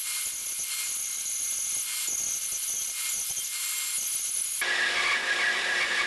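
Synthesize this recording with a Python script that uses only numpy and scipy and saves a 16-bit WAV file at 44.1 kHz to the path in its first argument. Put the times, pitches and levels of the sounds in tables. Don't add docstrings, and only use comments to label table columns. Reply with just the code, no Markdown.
import sys
import numpy as np
from scipy import signal
from scipy.fft import rfft, irfft, next_fast_len
from scipy.io import wavfile
from scipy.ndimage import uniform_filter1d, minimum_filter1d

SR = 44100
rng = np.random.default_rng(int(sys.argv[2]) if len(sys.argv) > 2 else 0)


def to_wav(s):
    ch = np.atleast_2d(s).T
    pcm = np.round(np.clip(ch, -1, 1) * 32767)
    wavfile.write(sys.argv[1], SR, pcm.astype(np.int16))


N = 267246
SWITCH_S, FAST_PACE = 4.615, 6


def amp(db):
    return 10 ** (np.asarray(db) / 20)


def unit(x):
    return x / np.sqrt(np.mean(abs(x) ** 2) + 1e-20)


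def curves(rows, t):
    times, *columns = np.transpose(rows)
    return [np.interp(t, times, column) for column in columns]


def spells(rows, t, rest, attack_s, release_s):
    values = np.outer(rest, np.ones(len(t)))
    for start, length, *held in rows:
        rise = np.clip((t - start) / attack_s + .5, 0, 1)
        fall = np.clip((start + length - t) / release_s + .5, 0, 1)
        values += rise * fall * (np.array(held)[:, None] - values)
    return values


def slope(points, hz):
    f, db = np.transpose(points)
    return amp(np.interp(np.log(hz + 1), np.log(f + 1), db))


def peaks(modes, hz):
    return np.sqrt(sum((amp(db) / (1 + ((hz - f) / width * 2.27) ** 2)) ** 2 for f, width, db in modes))


def coloured(x, gain):
    size = next_fast_len(len(x))
    return irfft(rfft(x, size) * gain(np.fft.rfftfreq(size, 1 / SR)), size)[:len(x)]


def noise(gain, t):
    size = next_fast_len(len(t))
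    hz = np.arange(size // 2) * SR / size
    white = rng.standard_normal(len(hz)) + 1j * rng.standard_normal(len(hz))
    return unit(np.fft.ifft(white * gain(hz), size)[:len(t)])


def wander(t, rate_hz):
    return unit(noise(lambda hz: 1 / (1 + (hz / rate_hz) ** 4), t).real)


def lap(t, pace, lap_hz=6.3, crest_s=1.803):
    return np.cos(2 * np.pi * lap_hz * pace * (t - crest_s))


def whistle(t, hz, width_hz, steady=.26):
    a, b = (noise(lambda f: 1 / (1 + (f / width_hz) ** 2), t).real for _ in range(2))
    fuzz = a + 1j * b
    fuzz /= (abs(fuzz) + .65) ** steady
    cycles = np.cumsum(hz * np.ones(len(t))) / SR
    return unit((fuzz * np.exp(2j * np.pi * cycles)).real)


def machine(t, pace, air_db, hum_db, waver=.00081):
    # f/Hz, relative level/dB
    whirr = [(10, -28.5), (100, -20.5), (150, -16.5), (180, -3.5), (240, -4.5), (322, -9.5), (350, -3.5),
             (410, 1.5), (437, 5.5), (475, -1), (900, -4), (1600, 2.5), (2000, 0), (9000, -22)]
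    # f/Hz, relative level/dB
    tones = [(355.1, 0.5), (711, -1), (532, -6)]
    air = unit(noise(lambda hz: slope(whirr, hz / pace), t).real)
    motor_s = np.cumsum(pace * (1 + waver * wander(t, 2 * pace))) / SR
    hum = sum(amp(db + 2 * wander(t, 3 * pace)) * np.sin(2 * np.pi * (hz * motor_s + rng.random()))
              for hz, db in tones)
    return amp(air_db) * air + amp(hum_db) * unit(hum)


def rasp(t, pace, grain_db, grain_hz):
    # f/Hz, relative level/dB
    fibres = [(100, -26), (340, -23.5), (500, -2.5), (900, -4.5), (1200, -4), (1450, -1), (1750, -4.5),
              (2400, 3), (3200, -4.5), (4000, -1), (5400, -6), (6000, -9.5), (10500, -16), (12000, -28)]
    # f/Hz, width/Hz, relative level/dB
    steel = [(1942, 16, 10), (2020, 33, 5), (2754, 47, 7.5), (2978, 57, 5.5), (3380, 230, 2.5),
             (3673, 51, 8), (3900, 77, -0.5), (5460, 150, -2), (7180, 130, -4.5), (8400, 80, -22)]
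    tearing = unit(noise(lambda hz: np.hypot(slope(fibres, hz / pace), peaks(steel, hz / pace)), t).real)
    return tearing * unit(amp(grain_db * wander(t, grain_hz * pace)))


def hollow(x, pace):
    # f/Hz, width/Hz, gain/dB
    bands = [(188, 8.8, -11.5), (322, 6.7, 0), (434.5, 10.6, -19), (550, 2.9, -15), (618, 12, -7),
             (693.6, 10.6, -6), (870, 15, -1.5), (1367, 32, -6), (1485, 27, -6.5), (1983, 44, 4),
             (3030, 50, 3.5), (4420, 98, -8), (5080, 87, -3.5), (5600, 120, -2)]
    return coloured(x, lambda hz: amp(sum(db * np.exp(-((hz / pace - f) / width) ** 2)
                                          for f, width, db in bands)))


def high_ring(t, pace, feed, eased_db=-9):
    # t/s, length/s, relative level/dB, f/Hz as heard, focus/0-1
    rings = [(0, 0.3, -33, 10540, 0.5), (.44, 0.21, -36.5, 10450, 0.06), (.8, 0.26, -35.5, 10480, .2),
             (1.2, .2, -37, 10190, 0.7), (1.4, 0.45, -35.5, 10190, 1), (2.46, 0.079, -33, 9990, 0.3),
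             (2.58, .14, -33.5, 10010, .5), (3.09, .065, -31, 10500, 0.32), (3.17, 0.15, -37, 9900, 0.2),
             (3.38, 0.0497, -37, 9470, 1), (3.92, 0.073, -24, 10100, .3), (4.06, 0.13, -33.5, 10060, 0.9),
             (4.22, .26, -32, 10070, 1), (4.5, .13, -34, 10250, 0)]
    db, hz, focus = spells(rings, t, rest=[-40, 10330, .15], attack_s=.044, release_s=.035)
    core = whistle(t, hz + 70 * wander(t, 14 * pace), width_hz=105, steady=.35)
    skirt = whistle(t, hz, width_hz=520, steady=.1)
    tone = focus * core + np.sqrt(abs(1 - focus ** 2)) * skirt
    lap_swell = amp(1.64 * focus * lap(t, pace))
    return amp(db + eased_db * (1 - feed)) * unit(tone * lap_swell)


def chatter_controls(t, feed, bite_hz=285.4, sag_s=.016, unloaded_hz=7560):
    # t/s, length/s, level/dB, f/Hz as heard, core over skirt/dB, judder/dB
    chatters = [(.252, 0.03, -35, 6900, -6, -56), (0.321, 0.1, -38, 6650, -9, -59),
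                (0.459, 0.082, -37.5, 6510, 0, -56.5), (0.579, 0.061, -34.5, 6480, -4, -54.5),
                (0.84, .385, -36.5, 6590, -0.5, -61.5), (1.253, .57, -34, 6570, 0, -59.5),
                (2.073, 0.088, -30, 6540, 1, -51), (2.167, .225, -31.5, 6520, 0, -55),
                (2.415, 0.053, -32.5, 6380, -6, -57.5), (2.519, 0.06, -32.5, 6310, -17, -55),
                (2.625, 0.018, -34.5, 6400, -10, -56), (2.675, 0.19, -33, 6440, -4, -59),
                (2.872, 0.045, -35.5, 6360, -9, -56), (3.089, .016, -30, 6670, -8, -60),
                (3.119, 0.12, -33, 6400, -2, -54.5), (3.296, 0.0325, -31, 6280, -2, -52.5),
                (3.365, 0.0365, -30, 6250, -2, -52), (3.436, .045, -36, 6700, -4, -69),
                (3.969, 0.11, -34, 6460, -3, -56.5), (4.116, 0.19, -36.5, 6590, -6, -58.5),
                (4.335, 0.083, -37.5, 6350, -7, -58.5), (4.455, 0.11, -38, 6680, 5, -62)]
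    db, hz, core_db, judder_db = spells(chatters, t, rest=[-45.5, 6520, -9, -69],
                                        attack_s=.0035, release_s=.013)
    bite = sum((t >= start) * np.exp(-abs(t - start) / sag_s) for start, *_ in chatters)
    pitch_hz = feed * (hz + bite_hz * bite) + (1 - feed) * unloaded_hz
    return db, pitch_hz, core_db, judder_db


def chatter(t, pace, feed, hz, core_db, bend_hz=110, waver_hz=90):
    # f/Hz, width/Hz, relative level/dB
    frame = [(1096, 25, 8.5), (987.5, 20.3, 8), (1003, 20, 12.5), (1074, 29, 3.5), (1180, 50, 3),
             (1230, 43, -8)]
    bent_hz = hz + feed * bend_hz * lap(t, pace) + waver_hz * wander(t, 16 * pace)
    rough = whistle(t, bent_hz, width_hz=670, steady=.47)
    skirt = unit(coloured(rough, lambda f: peaks(frame, f / pace)))
    core = whistle(t, hz, width_hz=35, steady=.5)
    tone = skirt + amp(core_db) * core
    return tone / np.sqrt(uniform_filter1d(tone ** 2, size=900) + 1e-9)


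def knocks(t, pace, per_s=190, spread_db=4.5, lap_db=1):
    # f/Hz, relative level/dB
    thud = [(4, 10), (60, 7.5), (130, 7), (260, -16), (600, -45)]
    bite = np.clip(wander(t, 9 * pace), -2, 1.5)
    sizes = rng.standard_normal(len(t)) * amp(spread_db * bite - lap_db * lap(t, pace))
    bumps = sizes * (rng.random(len(t)) < per_s * pace / SR)
    return unit(coloured(bumps, lambda hz: slope(thud, hz / pace)))


def judder(t, pace, judder_db, feed, eased_db=-8, decay_s=.011):
    # t/s, level/dB
    catches = [(.265, -47), (1.765, -49), (1.803, -48.5), (2.085, -48), (2.2, -49), (3.305, -47)]
    jolts = sum(amp(db) * (t >= s) * np.exp(-abs(t - s) / decay_s) for s, db in catches)
    return np.hypot(amp(judder_db + eased_db * (1 - feed)), jolts) * knocks(t, pace)


def squeaks(t):
    # t/s, length/s, f/Hz as heard, level/dB
    pinches = [(1.054, 0.43, 3940, -52), (2.737, 0.113, 3230, -48), (3.255, 0.083, 5080, -46),
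               (3.292, 0.045, 3120, -47), (3.363, 0.075, 3170, -42)]
    out = np.zeros(len(t))
    for start, length, hz, db in pinches:
        during = (t >= start) & (t < start + length)
        fade = signal.windows.tukey(during.sum(), .5)
        out[during] += amp(db) * whistle(t[during], hz, width_hz=34) * fade
    return out


def free_band(t):
    # t/s, f/Hz as heard, level/dB
    song = [(3.47, 7020, -50), (3.55, 7440, -47), (3.68, 7450, -40), (3.83, 7470, -40), (3.92, 7420, -39),
            (4.0, 7230, -54.5)]
    hz, db = curves(song, t)
    singing = (t > song[0][0]) & (t < song[-1][0])
    return amp(db) * whistle(t, hz, width_hz=60, steady=.1) * singing


def sped_up(t, pace):
    # t/s, length/s, ease/0-1
    pauses = [(.045, 0.19, .85), (.69, 0.17, .92), (1.875, 0.19, 0.91), (2.48, 0.2, 0.19),
              (2.965, .15, .95), (3.27, 0.052, 0.1), (3.53, 0.44, 0.81)]
    # t/s, relative level/dB
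    rasp_levels = [(0.0, -45), (0.19, -41), (0.34, -49), (0.82, -42.5), (0.95, -49), (1.86, -46),
                   (1.88, -46), (2.01, -35.5), (2.14, -50), (2.65, -42), (2.77, -48), (3.09, -42),
                   (3.2, -46.5), (3.29, -41), (3.33, -45), (3.71, -42), (4.53, -47), (4.6, -45.5)]
    ease, = spells(pauses, t, rest=[0], attack_s=.055, release_s=.09)
    feed = 1 - ease
    swing = feed * .5 * (lap(t, pace) + wander(t, 9 * pace))
    chatter_db, chatter_hz, core_db, judder_db = chatter_controls(t, feed)
    chatter_swell = unit(amp(-5 * np.maximum(swing, -.4)))
    low_tone = amp(chatter_db) * chatter(t, pace, feed, chatter_hz, core_db) * chatter_swell
    high_tone = high_ring(t, pace, feed) * unit(amp(3.5 * swing))
    rasp_db, = curves(rasp_levels, t)
    teeth = amp(rasp_db + 12.5 - 3.9 * ease) * rasp(t, pace, grain_db=1.5, grain_hz=45)
    motor = machine(t, pace, air_db=-38 + 8.5 * ease, hum_db=-51.1 + 11.6 * ease, waver=.001235)
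    saw = hollow(teeth + motor, pace) * unit(amp(.91 * wander(t, 3 * pace)))
    return low_tone + high_tone + saw + judder(t, pace, judder_db, feed) + free_band(t) + squeaks(t)


def vibration(modes, t, steady):
    swing = noise(lambda hz: peaks(modes, hz), t)
    return unit(swing.real / (abs(swing) + .14) ** steady)


def band_ring(t):
    # f/Hz, width/Hz, relative level/dB
    modes = [(1692.5, 40, -2), (1647, 53, -3), (1690, 31, -19), (1798, 48, -5), (1936, 25, -4.5)]
    # t/s, length/s, relative level/dB
    swells = [(4.6, 0.021, -28), (4.705, 0.034, -28.5), (4.785, .1, -29), (4.94, 0.039, -34.5),
              (5.1, 0.077, -31), (5.275, 0.064, -28.5), (5.44, .075, -27), (5.7, 0.097, -31.5),
              (5.92, 0.032, -28), (5.985, .025, -33)]
    db, = spells(swells, t, rest=[-35], attack_s=.03, release_s=.021)
    return amp(db + 2.4) * vibration(modes, t, steady=.1) * unit(amp(1.5 * wander(t, 48)))


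def band_squeal(t, rest_db=-41):
    # f/Hz, width/Hz, relative level/dB
    modes = [(2240, 130, 3), (2090, 120, -5), (2390, 120, -8.5), (1155, 137, -4), (3314, 110, -8.5),
             (4530, 76, -9)]
    # t/s, length/s, level/dB
    bursts = [(4.6, 0.033, -26.5), (4.955, 0.066, -27.5), (5.035, 0.12, -26), (5.385, 0.058, -31),
              (5.545, 0.029, -30), (5.805, 0.043, -26), (5.99, 0.036, -25)]
    db, = spells(bursts, t, rest=[rest_db], attack_s=.013, release_s=.028)
    return amp(db) * vibration(modes, t, steady=.29), db - rest_db


def true_speed(t, pace=1):
    # t/s, relative level/dB
    rasp_levels = [(4.63, -35.5), (5.108, -33.5), (5.222, -39.5), (5.286, -35.5), (5.736, -36),
                   (5.812, -33.5), (5.856, -37.5), (6.006, -33.5), (6.05, -39)]
    ring = band_ring(t)
    squeal, rise_db = band_squeal(t)
    rasp_db, = curves(rasp_levels, t)
    teeth = amp(rasp_db + 3.5) * rasp(t, pace, grain_db=.5, grain_hz=90)
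    motor = machine(t, pace, air_db=-37, hum_db=-46.5)
    board = amp(-70.5 + .75 * rise_db) * knocks(t, pace)
    return ring + squeal + hollow(teeth + motor, pace) + board


def scene():
    t = np.arange(N) / SR
    saw = np.concatenate([sped_up(t[t < SWITCH_S], FAST_PACE), true_speed(t[t >= SWITCH_S])])
    return np.array([saw, saw])


def record(dry):
    ceiling_db, edge_hz = -18, 11850
    gain = np.minimum(1, amp(ceiling_db) / (abs(dry).max(0) + 1e-9))
    held = dry * uniform_filter1d(minimum_filter1d(gain, size=41), size=41)
    lowpass = signal.firwin(601, edge_hz, window=("kaiser", 9), fs=SR)
    return signal.oaconvolve(held, lowpass[None], "same")


dry = scene()
out = record(dry)
to_wav(out)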